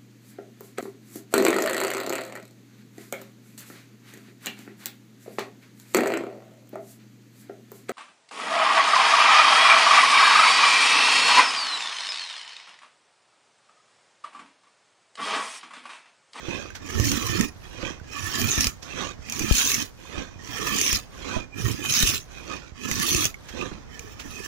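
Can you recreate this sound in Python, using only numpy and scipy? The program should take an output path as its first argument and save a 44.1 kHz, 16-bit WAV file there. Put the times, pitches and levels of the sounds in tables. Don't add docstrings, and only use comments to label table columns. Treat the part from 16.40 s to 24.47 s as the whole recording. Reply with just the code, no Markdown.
import sys
import numpy as np
from scipy import signal
from scipy.fft import rfft, irfft, next_fast_len
from scipy.io import wavfile
from scipy.ndimage import map_coordinates

SR = 44100
rng = np.random.default_rng(int(sys.argv[2]) if len(sys.argv) > 2 else 0)


def master(y):
    cut = np.clip(np.atleast_2d(y).T, -1, 1)
    pcm = np.round(cut * 32767)
    wavfile.write(sys.argv[1], SR, pcm.astype(np.int16))


N = 355887



def amp(db):
    return 10 ** (np.asarray(db) / 20)


def unit(pair):
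    return pair / np.sqrt(np.mean(pair.mean(0) ** 2) + 1e-20)


def along(points, hz):
    f, v = np.transpose(points)
    return np.interp(np.log(hz + 1), np.log(f), v)


def pan(db):
    g = np.array([amp(db / 2), amp(-db / 2)]).reshape(2, -1)
    return g / g.mean(0)


def since(s):
    return np.arange(N) / SR - s


def wobble(rate):
    knots = rng.standard_normal(int(N * rate / SR) + 4)
    return map_coordinates(knots, [np.arange(N) * rate / SR])


def filtered(x, response):
    size = next_fast_len(N + 8192)
    hz = np.fft.rfftfreq(size, 1 / SR)
    return irfft(rfft(x, size) * response(hz), size)[..., :N]


def struck(x, spectrum):
    hz = np.fft.rfftfreq(2048, 1 / SR)
    cepstrum = irfft(np.log(amp(along(spectrum, hz))))
    cepstrum[1:1024] *= 2
    cepstrum[1025:] = 0
    ring = irfft(np.exp(rfft(cepstrum)))
    return signal.fftconvolve(x, ring[None] / np.linalg.norm(ring), axes=1)[:, :N]


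# (f/Hz, coefficient from -1 to 1)
PORT_CORRELATION = [(60, 0.13), (350, -0.68), (600, 0.21), (1050, 0.47), (1600, 0.23), (2400, -0.45),
                    (3600, -0.1), (5000, 0.017)]


def voiced(pair, spectrum, side, modes=()):
    def colour(hz):
        ring = sum(amp(db) * 1j * hz * w / (c * c - hz * hz + 1j * hz * w) for c, w, db in modes)
        fading = np.abs(ring) / (1 + (hz / 8000) ** 8)
        return np.hypot(amp(along(spectrum, hz)), fading)

    def mid_and_wide(hz):
        turn = np.arccos(np.clip(along(PORT_CORRELATION, hz), -1, 1)) / 2
        return colour(hz) * np.array([np.cos(turn), np.sin(turn)])

    mid, wide = filtered(pair, mid_and_wide)
    ports = np.array([mid + wide, mid - wide])
    return unit(filtered(ports, lambda hz: pan(along(side, hz))))


def slips(rate, spread_db, life, smooth):
    happens = rng.random(N) < rate / SR
    sizes = happens * amp(spread_db * rng.standard_normal(N).clip(-2.4, 2.4))
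    power = signal.lfilter([1], [1, -np.exp(-2 / (life * SR))], sizes ** 2)
    return np.sqrt(power / power.mean() + smooth) * rng.standard_normal((2, N))


def shifting(pair, cell_hz, rate, depth_db):
    hz, t, z = signal.stft(pair, SR, nperseg=1024)
    knots = rng.standard_normal((int(hz[-1] / cell_hz) + 3, int(t[-1] * rate) + 3))
    field = map_coordinates(knots, np.meshgrid(hz / cell_hz, t * rate, indexing="ij"), order=1)
    return unit(signal.istft(z * amp(depth_db * field.clip(-2, 2)), SR, nperseg=1024)[1][:, :N])


def add(track, s, sound):
    part = track[:, max(round(s * SR), 0):][:, :sound.shape[1]]
    part += sound[:, :part.shape[1]]


def burst(t60, tail_db, tail_t60):
    t = np.arange(SR // 5) / SR
    decay = amp(-60 * t / t60) + amp(tail_db - 60 * t / tail_t60)
    return decay * rng.standard_normal((2, len(t)))


def ping(hz, t60):
    t = np.arange(SR // 5) / SR
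    onset = 1 - np.exp(-2 * hz * t)
    return np.sin(2 * np.pi * (hz * t + rng.random((2, 1)))) * amp(-60 * t / t60) * onset


def crackle(rate, spread_db):
    draws = rng.random((int(rate * N / SR), 4))
    start = (draws[:, :1] * (N - 128)).astype(int)
    hz = 1700 * (15000 / 1700) ** draws[:, 1:2] ** .7
    size = amp(spread_db * -np.log(draws[:, 2:3]).clip(-3.5, 0))
    n = np.arange(128)
    cycles = hz * n / SR
    ports = []
    for port in range(2):
        grains = size * np.exp(-cycles / 6.8) * np.sin(2 * np.pi * (cycles + port * draws[:, 3:]))
        ports.append(np.bincount((start + n).ravel(), grains.ravel(), N))
    return unit(np.array(ports))


# (f/Hz, level/dB)
AIR_SPECTRUM = [(15, -54), (25, 5.5), (71, 5), (582, -12), (2230, -19.5), (2490, -24), (4380, -26.5),
                (6050, -23), (9300, -45), (15500, -43)]


def air():
    noise = voiced(rng.standard_normal((2, N)), AIR_SPECTRUM, [(100, -5), (8000, -2)])
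    return amp(-49.0 + 1.7 * wobble(3.88)) * noise


# (start t/s, length t/s, sliding level/dB,
# hardest after t/s, width of that press t/s, its body level/dB, its rub level/dB)
RETURN_STROKES = [(-.06, 0.41, -44.5, 0.2, 0.085, -39.5, -42.5),
                  (1.21, 0.4, -46.5, .25, 0.058, -37.5, -40.5),
                  (2.412, 0.35, -43, 0.21, 0.064, -37.5, -36.5),
                  (3.568, 0.39, -46, 0.22, 0.051, -35.5, -43.5),
                  (4.71, 0.3, -44.5, 0.23, 0.077, -36.5, -36.5), (5.872, 0.46, -45.5, 0.26, 0.04, -38, -41),
                  (7.016, 0.44, -48.5, 0.2, 0.06, -33.5, -41)]
SLIDE_ARCH = 0.69
SLIDE_BODY_DB = -1.5


def return_gains():
    body, rub = np.zeros((2, N))
    for s, length, slide_db, after, width, body_db, rub_db in RETURN_STROKES:
        t = since(s)
        speed = np.abs(np.sin(np.pi * (t / length).clip(0, 1)))
        slide = amp(slide_db) * speed ** SLIDE_ARCH
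        press = np.exp(-((t - after) / width) ** 2)
        body += amp(SLIDE_BODY_DB) * slide + amp(body_db) * press
        rub += slide + amp(rub_db) * press
    return body, rub


# (f/Hz, level/dB)
BODY_SPECTRUM = [(25, -33), (80, 1.5), (160, -1), (280, 3), (370, 3.5), (430, -5), (510, 1.5), (660, -10),
                 (850, -13), (1500, -93)]
RUB_SPECTRUM = [(400, -13), (900, -45), (1500, 7), (3800, -1), (4500, -1), (7000, -5.5), (8200, -34),
                (11000, -17.5), (15500, -32)]
# (f/Hz, width f/Hz, level/dB)
RUB_MODES = [(1166, 230, 10.5), (1660, 380, 3.5), (2495, 93, 14.5), (3205, 160, 7.5), (3530, 110, -8.5),
             (5000, 130, -16), (5860, 580, 4.5)]
# (f/Hz, level/dB)
FRICTION_SIDE = [(100, -11), (500, -14), (800, -6), (1200, -12), (2400, -14), (5000, -11), (12000, -5.5)]


def returns():
    body = voiced(slips(rate=260, spread_db=4, life=0.0012, smooth=1.0), BODY_SPECTRUM, FRICTION_SIDE)
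    rub = slips(rate=1200, spread_db=5.5, life=0.0015, smooth=1.0)
    rub = voiced(rub, RUB_SPECTRUM, FRICTION_SIDE, RUB_MODES)
    rub = shifting(rub, cell_hz=129.6, rate=24, depth_db=6)
    body_gain, rub_gain = return_gains()
    return body * body_gain * amp(-3.0) + rub * rub_gain * amp(-0.46)


# (t/s, level/dB, ring f/Hz)
BEAM_KNOCKS = [(0.084, -23, 338), (0.599, -30, 250), (0.715, -15.5, 233), (1.013, -19.5, 248),
               (1.334, -33, 274), (1.43, -25.5, 545), (1.505, -26.5, 283), (2.018, -21.5, 262),
               (2.178, -19, 274), (3.005, -20, 315), (3.777, -20, 340), (4.962, -19.5, 351),
               (4.966, -19.5, 644), (6.513, -19.5, 228.6), (7.316, -22.5, 217), (7.854, -27.5, 235)]
# (f/Hz, level/dB)
KNOCK_SPECTRUM = [(40, 9), (120, 5.5), (300, 6), (550, -16), (1000, -9.5), (2000, -23.5), (6000, -64.5)]


def knocks():
    blows, rings = np.zeros((2, 2, N))
    for s, db, hz in BEAM_KNOCKS:
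        add(blows, s, amp(db - 9.5) * burst(t60=0.058, tail_db=-5.5, tail_t60=0.38))
        add(rings, s, amp(db - 1.5) * ping(hz, t60=0.067))
    return (struck(blows, KNOCK_SPECTRUM) + rings) * pan(-9.5)


# (t/s, level/dB, f/Hz)
BLADE_TINKS = [(.304, -32, 1570), (1.599, -38.5, 1520), (3.652, -37.5, 1030), (6.943, -27, 2190)]
# (t/s, level/dB, ring of the splinter f/Hz)
SPLINTER_SNAPS = [(0.5993, -16, 5430), (0.653, -22, 6030), (0.7164, -11, 6000), (1.0103, -11.5, 1880),
                  (2.016, -14, 1830), (2.0715, -19, 6940), (2.208, -8, 5600), (2.2433, -11, 4890),
                  (2.2696, -9.5, 4930), (2.8983, -20, 6270), (2.923, -15.5, 6170), (2.9936, -15, 6470),
                  (3.1237, -10.5, 2460), (3.1526, -10.5, 6280), (3.1908, -13, 6960), (3.2525, -15, 6440),
                  (3.3174, -10, 6500), (4.2722, -18, 1770), (4.3864, -13, 1820), (4.4135, -6.5, 6500),
                  (4.4638, -12, 5550), (4.5292, -9, 2420), (5.5383, -13, 6490), (5.6022, -9.5, 6440),
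                  (5.6734, -11, 5950), (5.746, -16, 4050), (6.5139, -13, 1990), (6.5989, -17, 1740),
                  (6.7477, -9.5, 2583), (6.7647, -14, 4880), (6.8434, -11, 6100), (6.8536, -8, 5900),
                  (7.5936, -25, 2410)]
# (f/Hz, level/dB)
SNAP_SPECTRUM = [(300, -5), (1500, -12.5), (2600, 4.5), (4000, -4.5), (6300, 9), (8200, -5.5),
                 (11000, -5.5), (15500, -5.5)]


def snaps():
    ticks, rings = np.zeros((2, 2, N))
    for s, db, hz in SPLINTER_SNAPS:
        add(ticks, s, amp(db - 5) * burst(t60=0.0086, tail_db=-12.5, tail_t60=0.11))
        add(rings, s, amp(db - 8.5) * ping(hz, t60=0.027))
    for s, db, hz in BLADE_TINKS:
        add(rings, s, amp(db) * ping(hz, t60=0.03))
        add(ticks, s, amp(db - 11) * burst(t60=0.0077, tail_db=-16, tail_t60=0.068))
    both = struck(ticks, SNAP_SPECTRUM) + rings
    return filtered(both, lambda hz: pan(along([(2000, -12), (6000, -1.5)], hz)))


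# (peak t/s, level/dB, ring f/Hz)
BLADE_SCUFFS = [(0.354, -34, 1610), (1.239, -50, 2320), (2.429, -37.5, 5870), (7.089, -37.5, 1690),
                (7.799, -34, 2500)]
SCUFF_ATTACK_S, SCUFF_DECAY_S = 0.0033, 0.016


def scuffs():
    out, t = np.zeros((2, N)), np.arange(-SR // 25, SR // 12) / SR
    swell = np.exp(np.minimum(t / SCUFF_ATTACK_S, -t / SCUFF_DECAY_S))
    for s, db, hz in BLADE_SCUFFS:
        grit = rng.standard_normal((2, len(t)))
        ring = signal.lfilter(*signal.iirpeak(hz, 6, fs=SR), grit)
        add(out, s + t[0], amp(db) * swell * (unit(ring) + 2.54 * unit(grit)))
    return filtered(out, lambda hz: amp(along([(6500, -8.5), (9000, -23.5)], hz))) * pan(-9.5)


STOP_DB_PER_S = 340


def braking_db(t, length):
    return -STOP_DB_PER_S * np.maximum(t - length, 0)


# (start t/s, length t/s, time to firm up t/s, shudder of the bench level/dB, judder level/dB,
# scrape level/dB, tearing level/dB)
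PULL_STROKES = [(.395, 0.644, 0.068, -32.5, -32, -37.5, -42), (1.644, 0.622, 0.11, -33, -36, -35, -38),
                (2.808, 0.61, 0.073, -37.5, -37, -37, -39), (3.98, 0.58, 0.12, -39, -32, -34, -35.5),
                (5.125, 0.19, 0.048, -28.5, -33, -40.5, -39.5),
                (5.344, 0.41, 0.049, -34, -35, -37.5, -35.5), (6.353, .5, 0.08, -35, -32, -36.5, -36.5),
                (7.456, .28, 0.03, -49, -51, -53, -62), (7.745, .33, 0.051, -50, -45, -48.5, -51)]
SLACK_DB = 23
TEAR_GROWS = 2.04
TEAR_LAG_S = 0.0081


def pull_gains():
    gains = np.zeros((4, N))
    for s, length, rise, shudder_db, judder_db, scrape_db, tear_db in PULL_STROKES:
        t = since(s)
        effort_db = -SLACK_DB * np.exp(-np.maximum(t / rise, -2))
        friction = amp([[shudder_db], [judder_db], [scrape_db]])
        gains[:3] += friction * amp(effort_db + braking_db(t, length))
        gains[3] += amp(tear_db + TEAR_GROWS * effort_db + braking_db(t, length + TEAR_LAG_S))
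    return gains


# (start t/s, length t/s, tearing level/dB,
# easing of the friction level/dB, high ring level/dB, low ring level/dB, high ring f/Hz, its fall in Hz per s)
SHAVING_CUTS = [(0.657, 0.045, -36, 1.5, -33, -46, 5820, 100),
                (2.11, 0.13, -40, 3, -27.5, -31.5, 6600, 8970),
                (3.169, 0.18, -31, 4, -28, -27.5, 6565, 2770),
                (4.401, .15, -42, 4.5, -29.5, -28, 6305, 6880),
                (5.524, .19, -31.5, 1.5, -28.5, -24, 6416, 5010),
                (6.631, 0.2, -33.5, 2, -32.5, -28.5, 6150, 100)]
CUT_ATTACK_S, CUT_RELEASE_S = 0.033, 0.041


def cut_controls():
    gains, ease_db, ring_hz = np.zeros((3, N)), np.zeros(N), np.zeros(N)
    for s, length, tear_db, eased_db, high_db, low_db, hz, fall in SHAVING_CUTS:
        t = since(s)
        pull_s, pull_length = max(row[:2] for row in PULL_STROKES if row[0] < s)
        depth = np.exp(np.minimum(t, 0) / CUT_ATTACK_S - np.maximum(t - length, 0) / CUT_RELEASE_S)
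        depth *= amp(braking_db(since(pull_s), pull_length))
        gains += amp([[tear_db], [high_db], [low_db]]) * depth
        ease_db += eased_db * depth
        ring_hz = np.where(since(pull_s) > 0, hz - fall * t.clip(0, 2 * length), ring_hz)
    return (*gains, ease_db, ring_hz)


# (f/Hz, level/dB)
JUDDER_SPECTRUM = [(25, -18), (60, -6), (105, 6), (170, -7.5), (230, 3), (330, -4.5), (420, -6), (520, -17),
                   (680, -27.5), (950, -36.5), (1600, -53.5)]
SCRAPE_SPECTRUM = [(400, -29), (900, -104), (2000, -6), (4000, -17.5), (7000, -12), (8500, -24),
                   (16000, -53)]
TEAR_SPECTRUM = [(700, -63.5), (1500, -1), (2100, -25), (2500, 2.5), (3200, 0.5), (4200, 0.5), (5400, 1),
                 (6600, 6), (8000, -10), (10000, -3.5), (12500, -9), (14500, -4), (15400, -2.5)]
# (f/Hz, width f/Hz, level/dB)
SCRAPE_MODES = [(1144, 33, -1), (1290, 200, -1.5), (1745, 118, 3.5), (2445, 126, 1), (3074, 43, 0),
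                (4760, 56, -6), (5450, 59, -1.5), (5700, 190, -4)]
# (f/Hz, level/dB)
FIBRE_SIDE = [(2500, -6.5), (3600, -9.5), (4800, -2.5), (12000, -2)]
BENCH_HZ = 140


def pulls():
    grain = wobble(70)
    shudder_gain, judder_gain, scrape_gain, tear_gain = pull_gains()
    cut_gain, _, _, ease_db, _ = cut_controls()

    judder = slips(rate=170, spread_db=-2.5, life=0.0039, smooth=0.5)
    judder = voiced(judder, JUDDER_SPECTRUM, FRICTION_SIDE)
    judder = shifting(judder, cell_hz=58.0, rate=20, depth_db=8.0)
    shudder = filtered(judder, lambda hz: 1 / (1 + (hz / BENCH_HZ) ** 6))
    shaking = shudder * shudder_gain + (judder - shudder) * judder_gain

    scrape = slips(rate=640, spread_db=3.5, life=0.0011, smooth=1.0)
    scrape = voiced(scrape, SCRAPE_SPECTRUM, FRICTION_SIDE, SCRAPE_MODES)
    scrape = shifting(scrape, cell_hz=109.7, rate=22, depth_db=6.5)

    tear = voiced(slips(rate=600, spread_db=5, life=.0016, smooth=1.0), TEAR_SPECTRUM, FIBRE_SIDE)
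    tear = shifting(tear, cell_hz=150.7, rate=22, depth_db=8.5)
    tear = shifting(tear, cell_hz=838, rate=35, depth_db=1.5)
    fibres = filtered(crackle(rate=2000, spread_db=6.5), lambda hz: pan(along(FIBRE_SIDE, hz)))
    tear = tear + amp(-10.5) * fibres

    return (shaking * amp(1.0 + 0.19 * grain - ease_db)
            + scrape * scrape_gain * amp(2.5 + 1.44 * grain - ease_db)
            + tear * np.hypot(tear_gain, cut_gain) * amp(4.5 + 1.4 * grain))


# (t/s, level/dB, f/Hz, left-minus-right level/dB)
MICROPHONE_BUMPS = [(.598, -12.5, 72.5, -15), (1.16, -34.5, 93, -10), (1.614, -30, 71.5, -16),
                    (2.178, -16.5, 63, 22), (2.268, -19, 47.63, -8), (2.791, -32, 61.4, -26),
                    (3.111, -6.5, 45.4, 29), (3.958, -30.5, 88, -18), (4.529, -20, 48, 19),
                    (5.632, -13.5, 35.6, 22), (6.32, -32, 70, -19), (6.751, -21, 54, 14),
                    (6.858, -27, 91, 15)]


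def bumps():
    out, t = np.zeros((2, N)), np.arange(SR // 4) / SR
    u = t / 0.0008
    push = 2.1 * u * np.exp(-u)
    for s, db, hz, side_db in MICROPHONE_BUMPS:
        swing = np.sin(2 * np.pi * hz * t) * amp(-60 * t / 0.087)
        add(out, s, amp(db) * pan(side_db) * (push - swing))
    return out


def gliding(fibres, width_hz, ring_hz):
    narrow = filtered(fibres, lambda hz: 1 / (1 + 1j * hz / width_hz) ** 3)
    return unit(narrow * np.cos(2 * np.pi * np.cumsum(ring_hz) / SR))


LOW_RING_HZ, LOW_RING_DRIFT_HZ = 2437, 170


def shavings():
    _, high_gain, low_gain, _, high_hz = cut_controls()
    low_hz = LOW_RING_HZ + LOW_RING_DRIFT_HZ * wobble(14)
    high = slips(rate=310, spread_db=8.5, life=0.0036, smooth=0.47)
    high = gliding(high, width_hz=710, ring_hz=high_hz)
    low = slips(rate=750, spread_db=7, life=0.0046, smooth=0.47)
    low = gliding(low, width_hz=420, ring_hz=low_hz)
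    return high * high_gain * amp(-2.0) * pan(-0.36) + low * low_gain * amp(-13.5) * pan(-20.5)


RUSTLE_DB, RUSTLE_AFTER_S, RUSTLE_WIDTH_S = -59.5, 0.23, 0.12


def rustle():
    swell = np.zeros(N)
    for s, length, *_ in PULL_STROKES:
        swell += np.exp(-((since(s + length) - RUSTLE_AFTER_S) / RUSTLE_WIDTH_S) ** 2)
    return amp(RUSTLE_DB) * swell * crackle(rate=4600, spread_db=4.5) * pan(-2.5)


# (middle t/s, half-length t/s, level/dB, f/Hz)
FRICTION_SQUEAKS = [(2.526, 0.04, -40.5, 2640), (2.858, 0.036, -50, 2500), (3.106, 0.073, -38.5, 2410),
                    (4.31, 0.08, -37, 1140), (4.962, 0.051, -38, 994), (5.023, 0.073, -47.5, 2455),
                    (5.207, 0.14, -44, 2420), (5.482, 0.098, -35.5, 2484), (6.116, 0.051, -40, 1250),
                    (6.135, 0.055, -42.5, 2500), (6.638, 0.032, -31.5, 1167), (7.235, 0.056, -38.5, 1210),
                    (7.976, 0.11, -47, 2540)]


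def squeaks():
    out, t = np.zeros((2, N)), np.arange(N) / SR
    flutter = np.array([wobble(110) + 1j * wobble(110) for port in range(2)])
    for s, half_length, db, hz in FRICTION_SQUEAKS:
        near = np.abs(t - s) < half_length
        swell = np.cos(np.pi / 2 * (t[near] - s) / half_length) ** 2
        tone = (flutter[:, near] * np.exp(2j * np.pi * hz * t[near])).real
        out[:, near] += amp(db) * swell * tone
    return out * pan(-19)


def scene():
    background = air()
    strokes = returns() + pulls() + shavings() + rustle() + squeaks()
    impacts = knocks() + snaps() + scuffs() + bumps()
    return background + strokes + impacts


TOP_HZ = 15680


def record(dry):
    return filtered(dry, lambda hz: 1 / (1 + (hz / TOP_HZ) ** 120))


dry = scene()
out = record(dry)
master(out)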